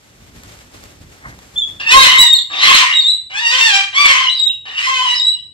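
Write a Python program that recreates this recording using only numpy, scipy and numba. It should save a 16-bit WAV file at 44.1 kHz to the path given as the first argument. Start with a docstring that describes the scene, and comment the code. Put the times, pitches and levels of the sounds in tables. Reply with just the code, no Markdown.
"""A large cockatoo screams five times close by in a hard-walled room, after flapping its wings and whistling once.
A scream starts as breath and turns into rough pulses near 1 kHz, at times with lines at half the pitch between.
Most screams end in a high, nearly pure whistle that flicks up or down to another pitch.
Wing beats are bursts of low air noise and rustling feathers; a faint hum lies under everything.
Early echoes and feedback delays make the room, and the loudest peaks are clipped."""
import sys
import numpy as np
from scipy import signal
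from scipy.fft import rfft, irfft
from scipy.io import wavfile
from scipy.ndimage import uniform_filter1d, map_coordinates
from numba import njit

SR = 44100
rng = np.random.default_rng(int(sys.argv[2]) if len(sys.argv) > 2 else 0)


def waveform_to_disk(signal):
    """Save audio, clipped to [-1, 1], as 16-bit WAV at the path in sys.argv[1]."""
    frames = np.transpose(np.atleast_2d(signal))
    scaled = np.clip(frames, -1, 1) * 32767
    samples = np.round(scaled).astype(np.int16)
    wavfile.write(sys.argv[1], SR, samples)


N = 244225
T = np.arange(N) / SR


def undb(db):
    """Turn decibels into a gain."""
    return 10 ** (np.asarray(db) / 20)


def gain_at(shape, hz):
    """Gain of a table of (f/Hz, level/dB), almost silent outside its ends."""
    f, db = np.transpose(shape)
    return undb(np.interp(np.log(hz + 1), np.log(f), db, left=-90, right=-90))


def noise(shape):
    """Noise of a given colour, rms 1."""
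    even = N + N % 2
    spectrum = rfft(rng.standard_normal(even))
    x = irfft(spectrum * gain_at(shape, np.fft.rfftfreq(even, 1 / SR)))[:N]
    return x / np.std(x)


def walk(rate):
    """Smooth random wandering that changes about rate times a second, spread 1."""
    k = int(SR / rate)
    x = uniform_filter1d(uniform_filter1d(rng.standard_normal(N), k), k)
    return x / np.std(x)


def play(tables, fade_s):
    """Columns of all tables over time, and a gate that is open while a table lasts."""
    s, *columns = np.transpose(np.concatenate(tables))
    gate = 0
    for t in tables:
        to_edge = np.minimum(T - t[0][0] + fade_s, t[-1][0] + fade_s - T)
        gate = gate + np.clip(to_edge / fade_s, 0, 1)
    return [np.interp(T, s, c) for c in columns], gate


def span(start, end, edge_s):
    """0 outside, 1 inside, with straight edges."""
    return np.clip(np.minimum(T - start, end - T) / edge_s, 0, 1)


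def hump(s, length):
    """A smooth swell around s."""
    return np.exp(-(2 * (T - s) / length) ** 2)


def ring(hz, centre_hz, width_hz):
    """Bell-shaped resonance, 1 at the centre."""
    return 1 / (1 + (2 * (hz - centre_hz) / width_hz) ** 2)


def band(centre_hz, width_hz):
    """Noise around a centre that may move: two wandering levels on a cosine and a sine."""
    phase = 2 * np.pi * np.cumsum(centre_hz + 0 * T) / SR
    return walk(width_hz) * np.cos(phase) + walk(width_hz) * np.sin(phase)


# colour of the hum: f/Hz, level/dB
HUM_COLOUR = [(20, -21), (97, -1.5), (226, -15), (255, -13.5), (700, -29.5), (910, -86.5)]


def hum():
    """Steady low noise, partly shared by both ports and partly different in each."""
    return undb(-56) * (noise(HUM_COLOUR) + .5 * np.array([noise(HUM_COLOUR), noise(HUM_COLOUR)]))


BEAT_RISE_S, BEAT_FALL_S = 0.024, 0.1
FOLD_S, FOLD_FADE_S = 1.88, 0.4  # the wings come to rest
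# wing beats: t/s, thump of air level/dB, rustle of feathers level/dB
WING_BEATS = [(.225, -45, -54.5), (0.365, -42, -48.5), (.45, -47, -50), (0.499, -43.5, -46),
              (.6, -46.5, -51), (0.753, -45, -46), (0.847, -42, -47), (1.022, -42, -54.5),
              (1.13, -54, -50.5), (1.28, -39.5, -48), (1.426, -45.5, -49), (1.554, -43, -50.5),
              (1.689, -42.5, -48.5)]


def beats(column, stir_db):
    """Quick rise and slower fall at each beat, over the steady stir of half-open wings."""
    power = undb(2 * stir_db)
    for row in WING_BEATS:
        t = T - row[0]
        shape = np.where(t < 0, np.exp(-(t / BEAT_RISE_S) ** 2), np.exp(-np.abs(t) / BEAT_FALL_S))
        power = power + (undb(row[column]) * shape) ** 2
    return np.sqrt(power) * np.clip(1 - (T - FOLD_S) / FOLD_FADE_S, 0, 1)


# colour of the pushed air: f/Hz, level/dB per Hz
AIR_COLOUR = [(20, -38), (48, 12.5), (98, 9), (295, 1.5), (392, -7), (700, -15.5), (910, -39.5)]
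# colour of rustling and snapping feathers: f/Hz, level/dB per Hz
FEATHER_COLOUR = [(240, -10), (400, -4.5), (1000, -9.5), (2000, -9), (4500, -13.5), (7000, -14),
                  (9500, -20.5), (14500, -25), (15500, -88)]


def wings():
    """Beats push air, mostly alike at both ports; feathers rustle in fine grains and differ more."""
    push = beats(column=1, stir_db=-54.5) * undb(3.0 * walk(25))
    air = push * (noise(AIR_COLOUR) + 0.34 * np.array([noise(AIR_COLOUR), noise(AIR_COLOUR)]))
    grain = beats(column=2, stir_db=-54.5) * undb(0.98 * walk(100))
    near = grain * noise(FEATHER_COLOUR)
    wide = grain * np.array([noise(FEATHER_COLOUR), noise(FEATHER_COLOUR)])
    return near, air + 1.505 * wide


# short cracks: t/s, peak level/dB
FEATHER_SNAPS = [(0.4354, -28), (0.5901, -33), (0.8385, -25), (1.3897, -29)]


def snaps():
    """Short cracks of stiff feathers: noise that starts at once and dies within milliseconds."""
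    size = sum(undb(db) * np.exp(-np.maximum(T - s, 0) / 0.0012) * (T >= s) for s, db in FEATHER_SNAPS)
    return noise(FEATHER_COLOUR) * size


# one duller rustle: t/s, length/s, level/dB
DULL_RUSTLE = (1.272, 0.11, -37)
# its colour: f/Hz, level/dB per Hz
DULL_RUSTLE_COLOUR = [(400, -17), (700, -1.5), (1500, 0), (2200, 5)]


def scuff():
    """A duller rustle: one swell of noise with an uneven level."""
    s, length, db = DULL_RUSTLE
    return undb(db + 2.8 * walk(56)) * hump(s, length) * noise(DULL_RUSTLE_COLOUR)


GLIDE_LOSS_DB = -13  # the whistle thins out in mid-glide
FLIP_WOBBLE = .016  # unsteadiness of the pitch in the other register, as a share
# flips to another register and back: start t/s, end t/s, f/Hz, level/dB, glide there/s, glide back/s
REGISTER_FLIPS = [(2.342, 2.377, 4312, -12.5, 0.0097, 0.0041), (2.383, 2.4, 3510, -1.5, 0.0071, .012),
                  (2.892, 2.938, 2824, -0.5, 0.01, 0.015), (3.005, 3.041, 4335, -20, 0.0047, .016),
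                  (3.137, 3.183, 2896, -34, 0.0077, .01), (4.241, 4.3, 2886, -2.5, 0.0109, 0.0139),
                  (4.339, 4.398, 4850, -21, 0.01434, 0.014), (4.489, 4.515, 2826, -12.5, 0.0087, .01),
                  (5.144, 5.198, 5150, -11.5, 0.0083, 0.00806), (5.301, 5.397, 2915, -28, 0.0099, 0.013)]


def flips(hz, db):
    """Glide from the held pitch and level to those of each flip; the held pitch stays once it has sounded."""
    first_s = np.array([w[0][0] for w in WHISTLE_CURVES])
    wobble, away = 1 + FLIP_WOBBLE * walk(150), 0
    for start, end, to_hz, to_db, there_s, back_s in REGISTER_FLIPS:
        on = np.clip(np.minimum((T - start) / there_s, (end - T) / back_s), 0, 1)
        hz = hz + on * (to_hz * wobble - hz)
        db = db + np.sqrt(on) * (to_db - db) + GLIDE_LOSS_DB * np.sin(np.pi * on) ** 2
        already_sounding = start > first_s[np.searchsorted(first_s, end) - 1]
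        away = np.maximum(away, on * already_sounding)
    return hz, db, away


PIPE_HZ, PIPE_WIDTH_HZ = 3750, 650  # windpipe resonance that carries the whistle
HELD_DB = -8  # the other side of the voice box keeps the held pitch through a flip
THROB_HZ, THROB = 85, .32  # mean rate of the uneven throb; its depth before the random swing
# held pitch, one curve a whistle: t/s, f/Hz, level/dB before the windpipe weakens it
WHISTLE_CURVES = [
    [(1.562, 3430, -20), (1.58, 3568, -13.5), (1.605, 3505, -13), (1.64, 3337, -18), (1.65, 3520, -28)],
    [(2.18, 3650, -10.5), (2.195, 3870, -4), (2.225, 3970, -4.5), (2.245, 3767, -18), (2.29, 3680, -8.5),
     (2.345, 3767, -5), (2.388, 3727, -21)],
    [(2.915, 3850, -8.5), (2.955, 3850, -10), (3.046, 3618, -10), (3.078, 3860, -9), (3.105, 3996, -9.5),
     (3.15, 3862, -11)],
    [(4.272, 3960, -17.5), (4.336, 3976, -13), (4.39, 3791, -6.5), (4.42, 3827, -13), (4.46, 3790, -13.5),
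     (4.5, 3796, -28)],
    [(5.09, 3840, -21), (5.12, 3877, -18), (5.146, 3962, -13.5), (5.203, 3800, -11.5), (5.235, 3826, -18),
     (5.255, 3873, -12), (5.32, 3936, -9), (5.39, 3885, -26)],
]
# second to fourth multiple of the pitch: level/dB before they follow the loudness
OVERTONES = [-17.5, -38, -48.5]


def whistles():
    """A nearly pure tone with weak overtones; it fades as it flips away from the windpipe resonance."""
    (hz, db), gate = play(WHISTLE_CURVES, fade_s=0.0052)
    throb_phase = 2 * np.pi * np.cumsum(THROB_HZ * (1 + walk(30.3) / 4)) / SR
    throb = 1 + THROB * np.clip(.5 + walk(4), 0, 2) * np.sin(throb_phase)
    held = undb(db + HELD_DB) * np.sin(2 * np.pi * np.cumsum(hz) / SR)
    hz, db, away = flips(hz, db)
    phase = 2 * np.pi * np.cumsum(hz * (1 + 0.0028 * walk(120))) / SR
    pipe = 1 / np.sqrt(1 + ((hz - PIPE_HZ) / PIPE_WIDTH_HZ) ** 4)
    size = undb(db + 2.2 * walk(75)) * pipe * throb
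    overtones = 0
    for k, overtone_db in enumerate(OVERTONES):
        # overtones grow faster than the tone itself
        growth = (1.87 * np.abs(size) * pipe) ** (k + 1)
        overtones = overtones + undb(overtone_db + 0.26 * walk(240)) * growth * np.sin((k + 2) * phase)
    return gate * (size * (np.sin(phase) + overtones) + away * throb * held)


HALF_AT_REST, TURN_S = 0.0094, 0.018  # half lines outside the stretches below; time to switch
BRIGHT_DB_PER_DB, NEUTRAL_DB = 0.29, -20.5  # louder is brighter: dB per octave for each dB; neutral level
LOW_HZ, LOW_WIDTH_HZ = 1109, 345  # low throat resonance
# voice of each scream: roughness 0-1, extra roughness of the breathy start, time until the start clears/s,
# fundamental against the scream level/dB, brightness/dB per octave, ring of the focus level/dB
SCREAM_VOICES = [(.2, .5, .06, -18, -1.5, 12.5), (0.67, 0.24, 0.12, -38, 0, 9.5),
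                 (0.17, 0.75, 0.04177, -18, 0, 2.5), (.22, 0.3283, 0.021, -16, -1.5, 1),
                 (.28, 0.6207, 0.084, -32.5, 2, 6.5)]
# strong-weak cycles: start t/s, end t/s, half lines against whole lines, added roughness,
# swell of the lowest half line in the chest level/dB
STRONG_WEAK = [(1.913, 1.932, 1.4, -0.016, 13.5), (1.961, 2.019, 0.91, 0.085, -5),
               (2.028, 2.171, 0.33, 0.23, -2.5), (2.683, 2.83, 0.58, 0.1, 12),
               (3.515, 3.603, 1.05, 0.13, 14), (3.75, 3.892, 0.37, 0.045, 4.5),
               (4.04, 4.127, 0.34, 0.249, 15.5), (4.136, 4.248, 0.53, 0.25, -8),
               (4.779, 4.872, 0.29, 0.16, -19), (4.893, 5.007, 0.73, -0.094, 16)]
# moments when the fundamental blooms: t/s, length/s, peak level/dB
FUNDAMENTAL_BLOOMS = [(1.96, 0.043, -2.5), (2.161, 0.013, -19.5), (2.705, 0.057, -12), (2.822, 0.039, -13),
                      (4.163, 0.041, -18.5), (4.228, 0.052, -22), (4.893, 0.041, -14.5),
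                      (5.005, 0.055, -19), (5.065, 0.045, -17)]


def voice_controls(hz, db):
    """Roughness, half lines, brightness, fundamental, ring of the focus, breathy start and chest swell."""
    starts = np.array([t[0][0] for t in SCREAM_CURVES])
    which = np.clip(np.searchsorted(starts, T + .03) - 1, 0, None)
    rough, breathy, clear_s, under_db, bright_db, focus_db = np.array(SCREAM_VOICES)[which].T
    opening = np.exp(-(np.maximum(T - starts[which], 0) / clear_s) ** 2)
    rough, half, chest_db = rough + breathy * opening, HALF_AT_REST, 0
    for start, end, share, extra, swell_db in STRONG_WEAK:
        on = span(start - TURN_S / 2, end + TURN_S / 2, TURN_S)
        half = half + share * on
        rough = rough + extra * on
        chest_db = chest_db + swell_db * on
    # the low throat resonance lifts the fundamental
    first = undb(db + under_db + 7.5 * ring(hz, LOW_HZ, LOW_WIDTH_HZ))
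    first = first + sum(undb(peak_db) * hump(s, length) for s, length, peak_db in FUNDAMENTAL_BLOOMS)
    tilt_db = np.clip(bright_db + BRIGHT_DB_PER_DB * (db - NEUTRAL_DB), -8, 8)
    return np.clip(rough, 0, 1), np.clip(half, 0, None), tilt_db, first, focus_db, opening, chest_db


FOCUS_WIDTH_HZ = 300
# colour given by the throat: f/Hz, level/dB
THROAT_COLOUR = [(300, -41.5), (700, -19), (1100, -3), (1500, -3), (2100, 3.5), (3000, 1.5), (3800, -5.5),
                 (4400, -8), (5000, -11.5), (6500, -15.5), (8000, -23.5), (9800, -35), (12500, -46.5),
                 (14500, -37), (16000, -80)]


def pulses(hz, steady, shaken, rough, half, tilt_db, focus_hz, focus_db, chest_db):
    """Membrane pulses as sine lines at multiples of half the pitch, coloured by the throat."""
    stack, power = 0, 1e-9
    for k in range(1, 33):
        if k == 2:
            continue  # the fundamental is added in screams()
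        line_hz = k * hz / 2
        size = gain_at(THROAT_COLOUR, line_hz) * undb(tilt_db * np.log2(k * hz / 5000))
        if k % 2:
            size = size * half
        lift_db = focus_db * ring(line_hz, focus_hz, FOCUS_WIDTH_HZ)
        if k == 1:
            lift_db = lift_db + chest_db
        else:
            lift_db = lift_db + (1.5 + 6 * rough) * walk(70)
        size = size * undb(lift_db)
        stack = stack + size * np.sin(k * (shaken if k > 1 else steady) + k * k)
        power = power + size ** 2 / 2
    # level out the sum, then let it flutter with the roughness
    return stack / np.sqrt(uniform_filter1d(power, 2000)) * undb(3.86 * rough * walk(410))


# low puff of the breathy start: f/Hz, level/dB per Hz
PUFF_COLOUR = [(250, -17.5), (500, -14), (1200, -1.5)]


def breath(shaken, tilt_db, focus_hz, focus_db, opening):
    """Air noise through the throat and its resonances, gently pulsed at the pitch."""
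    raw = noise(THROAT_COLOUR)
    dull = signal.lfilter([.3], [1, -.7], raw)
    # brightness shifts the breath between its dull and its sharp part
    air = undb(-.7 * tilt_db) * dull + undb(2.0 * tilt_db) * (raw - dull)
    air = air / np.std(air)
    # the focus rings more in the breathy start
    focus_gain = undb(focus_db - 16.5) + opening * undb(-1)
    air = air + focus_gain * band(focus_hz, FOCUS_WIDTH_HZ)
    air = air + (1 - opening) * undb(-12) * band(LOW_HZ, LOW_WIDTH_HZ)
    air = air + opening * undb(-5.5) * noise(PUFF_COLOUR)
    return air / np.sqrt(uniform_filter1d(air ** 2, 2000)) * (1 + 0.085 * np.cos(2 * shaken))


# one curve a scream: t/s, f/Hz, level/dB
SCREAM_CURVES = [
    [(1.8, 829, -21.5), (1.84, 872.6, -29.5), (1.875, 916, -17.5), (1.89, 896.5, -11.5), (1.93, 1035, -6),
     (1.97, 1073, -9.5), (2.005, 1090, -8.5), (2.04, 999.5, -5), (2.1, 1007, -10), (2.17, 1081, -12),
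     (2.195, 970, -15), (2.24, 957, -10), (2.3, 950, -58)],
    [(2.5, 837, -30), (2.53, 882.6, -24.5), (2.6, 966, -18), (2.64, 1039, -7.5), (2.7, 1082, -9.5),
     (2.76, 1031, -9), (2.82, 1042, -12), (2.86, 1040, -17), (2.92, 967, -20)],
    [(3.3, 750, -37.5), (3.345, 803, -25.5), (3.385, 874, -17.5), (3.41, 977, -22.5), (3.47, 910.6, -13),
     (3.505, 948.6, -14.5), (3.52, 1013, -13.5), (3.585, 1046, -16), (3.605, 896, -11.5), (3.65, 925, -11),
     (3.685, 871.6, -10), (3.715, 797, -16), (3.75, 786.8, -10), (3.82, 788, -19), (3.88, 781, -33.5)],
    [(3.93, 970, -30.5), (3.955, 1083, -14.5), (3.985, 1163, -10), (4.041, 1152, -10.5),
     (4.056, 1087, -7.5), (4.11, 1087, -9.5), (4.13, 1041, -14), (4.22, 1059, -17.5), (4.265, 1016, -19),
     (4.29, 1001, -29)],
    [(4.655, 914, -31.5), (4.745, 937.6, -31.5), (4.78, 945, -19), (4.82, 967.4, -22), (4.865, 1058, -16.5),
     (4.92, 1049, -21.5), (4.96, 1015, -18), (5.01, 1017, -18.5), (5.03, 1045, -18.5), (5.08, 979.5, -16.5),
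     (5.13, 978, -19), (5.17, 1000, -25.5)],
]
# beak and tongue move the strongest throat resonance: t/s, f/Hz
THROAT_FOCUS = [(1.8, 2744), (1.88, 2806), (1.92, 3850), (2.18, 3697), (2.59, 3662), (2.645, 4200),
                (2.69, 2988), (2.81, 2944), (2.85, 2124), (3.3, 2900), (3.8, 3256), (3.95, 3254),
                (4.09, 3220), (4.66, 3010), (4.78, 2846), (4.83, 2830), (5.04, 3000)]


def screams():
    """Pulses, breath and a fundamental; roughness shakes the pulses and trades them for breath."""
    (hz, db), gate = play(SCREAM_CURVES, fade_s=0.002)
    rough, half, tilt_db, first, focus_db, opening, chest_db = voice_controls(hz, db)
    # phases run at half the pitch; uneven cycles smear the upper lines most
    steady = np.pi * np.cumsum(hz * (1 + 0.00643 * walk(64.0))) / SR
    shake = rough * (0.05194 * walk(486) + .04 * walk(130.0))
    shaken = steady + np.pi * np.cumsum(hz * shake) / SR
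    focus_hz = np.interp(T, *np.transpose(THROAT_FOCUS))
    stack = pulses(hz, steady, shaken, rough, half, tilt_db, focus_hz, focus_db, chest_db)
    air = breath(shaken, tilt_db, focus_hz, focus_db, opening)
    fundamental = first * (1 - opening) * undb(10 * rough * walk(81)) * np.sin(steady + shaken)
    return gate * (undb(db) * (np.sqrt(1 - rough ** 2) * stack + rough * air) + fundamental)


# the bird sits to one side: f/Hz, lead of the left port/radians
PORT_LEADS = [(0, 0.057), (260, 1.4), (690, 1.32), (1290, 2.04), (4820, 7.54)]


def ports(x):
    """The bird sits to one side, so the left microphone port hears it first."""
    f, lead = np.transpose(PORT_LEADS)
    hz = np.fft.rfftfreq(N + 1, 1 / SR)
    lead = np.interp(hz, f, lead) + np.maximum(hz - f[-1], 0) * lead[-1] / f[-1]
    return irfft(rfft(x, N + 1) * np.exp(.5j * np.array([lead, -lead])), N + 1)[:, :N]


def echoes(x):
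    """A dense spray of early echoes off shoulder, boxes and near wall, different at each port."""
    t = np.arange(4096) / SR
    spray = rng.standard_normal((2, 4096)) * np.exp(-t / 0.047) * (t > .002)
    spray = spray / np.sqrt(np.sum(spray ** 2, axis=1, keepdims=True))
    return undb(0.5) * signal.fftconvolve(x[None], spray, axes=1)[:, :N]


@njit
def walls(x, lags, gain, damp):
    """Eight delay lines that feed each other, duller on every round."""
    line, soft, out = np.zeros((8, 4096)), np.zeros(8), np.zeros((2, len(x)))
    for i in range(len(x)):
        total = 0.
        for k in range(8):
            soft[k] += (1 - damp) * (gain[k] * line[k, (i - lags[k]) & 4095] - soft[k])
            total += soft[k]
            out[k % 2, i] += soft[k]
        for k in range(8):
            line[k, i & 4095] = x[i] + soft[k] - total / 4
    return out


ROOM_T60_S, ROOM_DAMP, ROOM_DB = 0.5, 0.012, -15.5  # fall by 60 dB before damping; damping; level
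SWAY_S = .00005  # typical change of the path to the walls


def room(voice):
    """The walls ring on; the head sways, so the path to them keeps changing."""
    lags = np.array([563, 727, 911, 1117, 1327, 1559, 1801, 2069])  # samples
    sway = map_coordinates(voice, [np.arange(N) + SWAY_S * SR * walk(25)], mode="mirror")
    # the tiny offset keeps the delay lines from slowing down on near-zero numbers
    return undb(ROOM_DB) * walls(sway + 1e-18, lags, undb(-60 * lags / SR / ROOM_T60_S), ROOM_DAMP)


def scene():
    """The bird at both ports, with the room, the moving air and the hum."""
    low_hum = hum()
    rustle, air = wings()
    cracks = snaps()
    dull_rustle = scuff()
    voice = whistles() + screams()
    direct = ports(voice + rustle + dull_rustle + cracks)
    return direct + echoes(voice) + room(voice) + air + low_hum


def record(dry):
    """The converter clips the loudest peaks at full scale; a steep filter cuts the top above 15.7 kHz."""
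    top_cut = signal.ellip(8, .2, 60, 15700, fs=SR, output="sos")
    return signal.sosfilt(top_cut, np.clip(dry, -1, 1))


dry = scene()
out = record(dry)
waveform_to_disk(out)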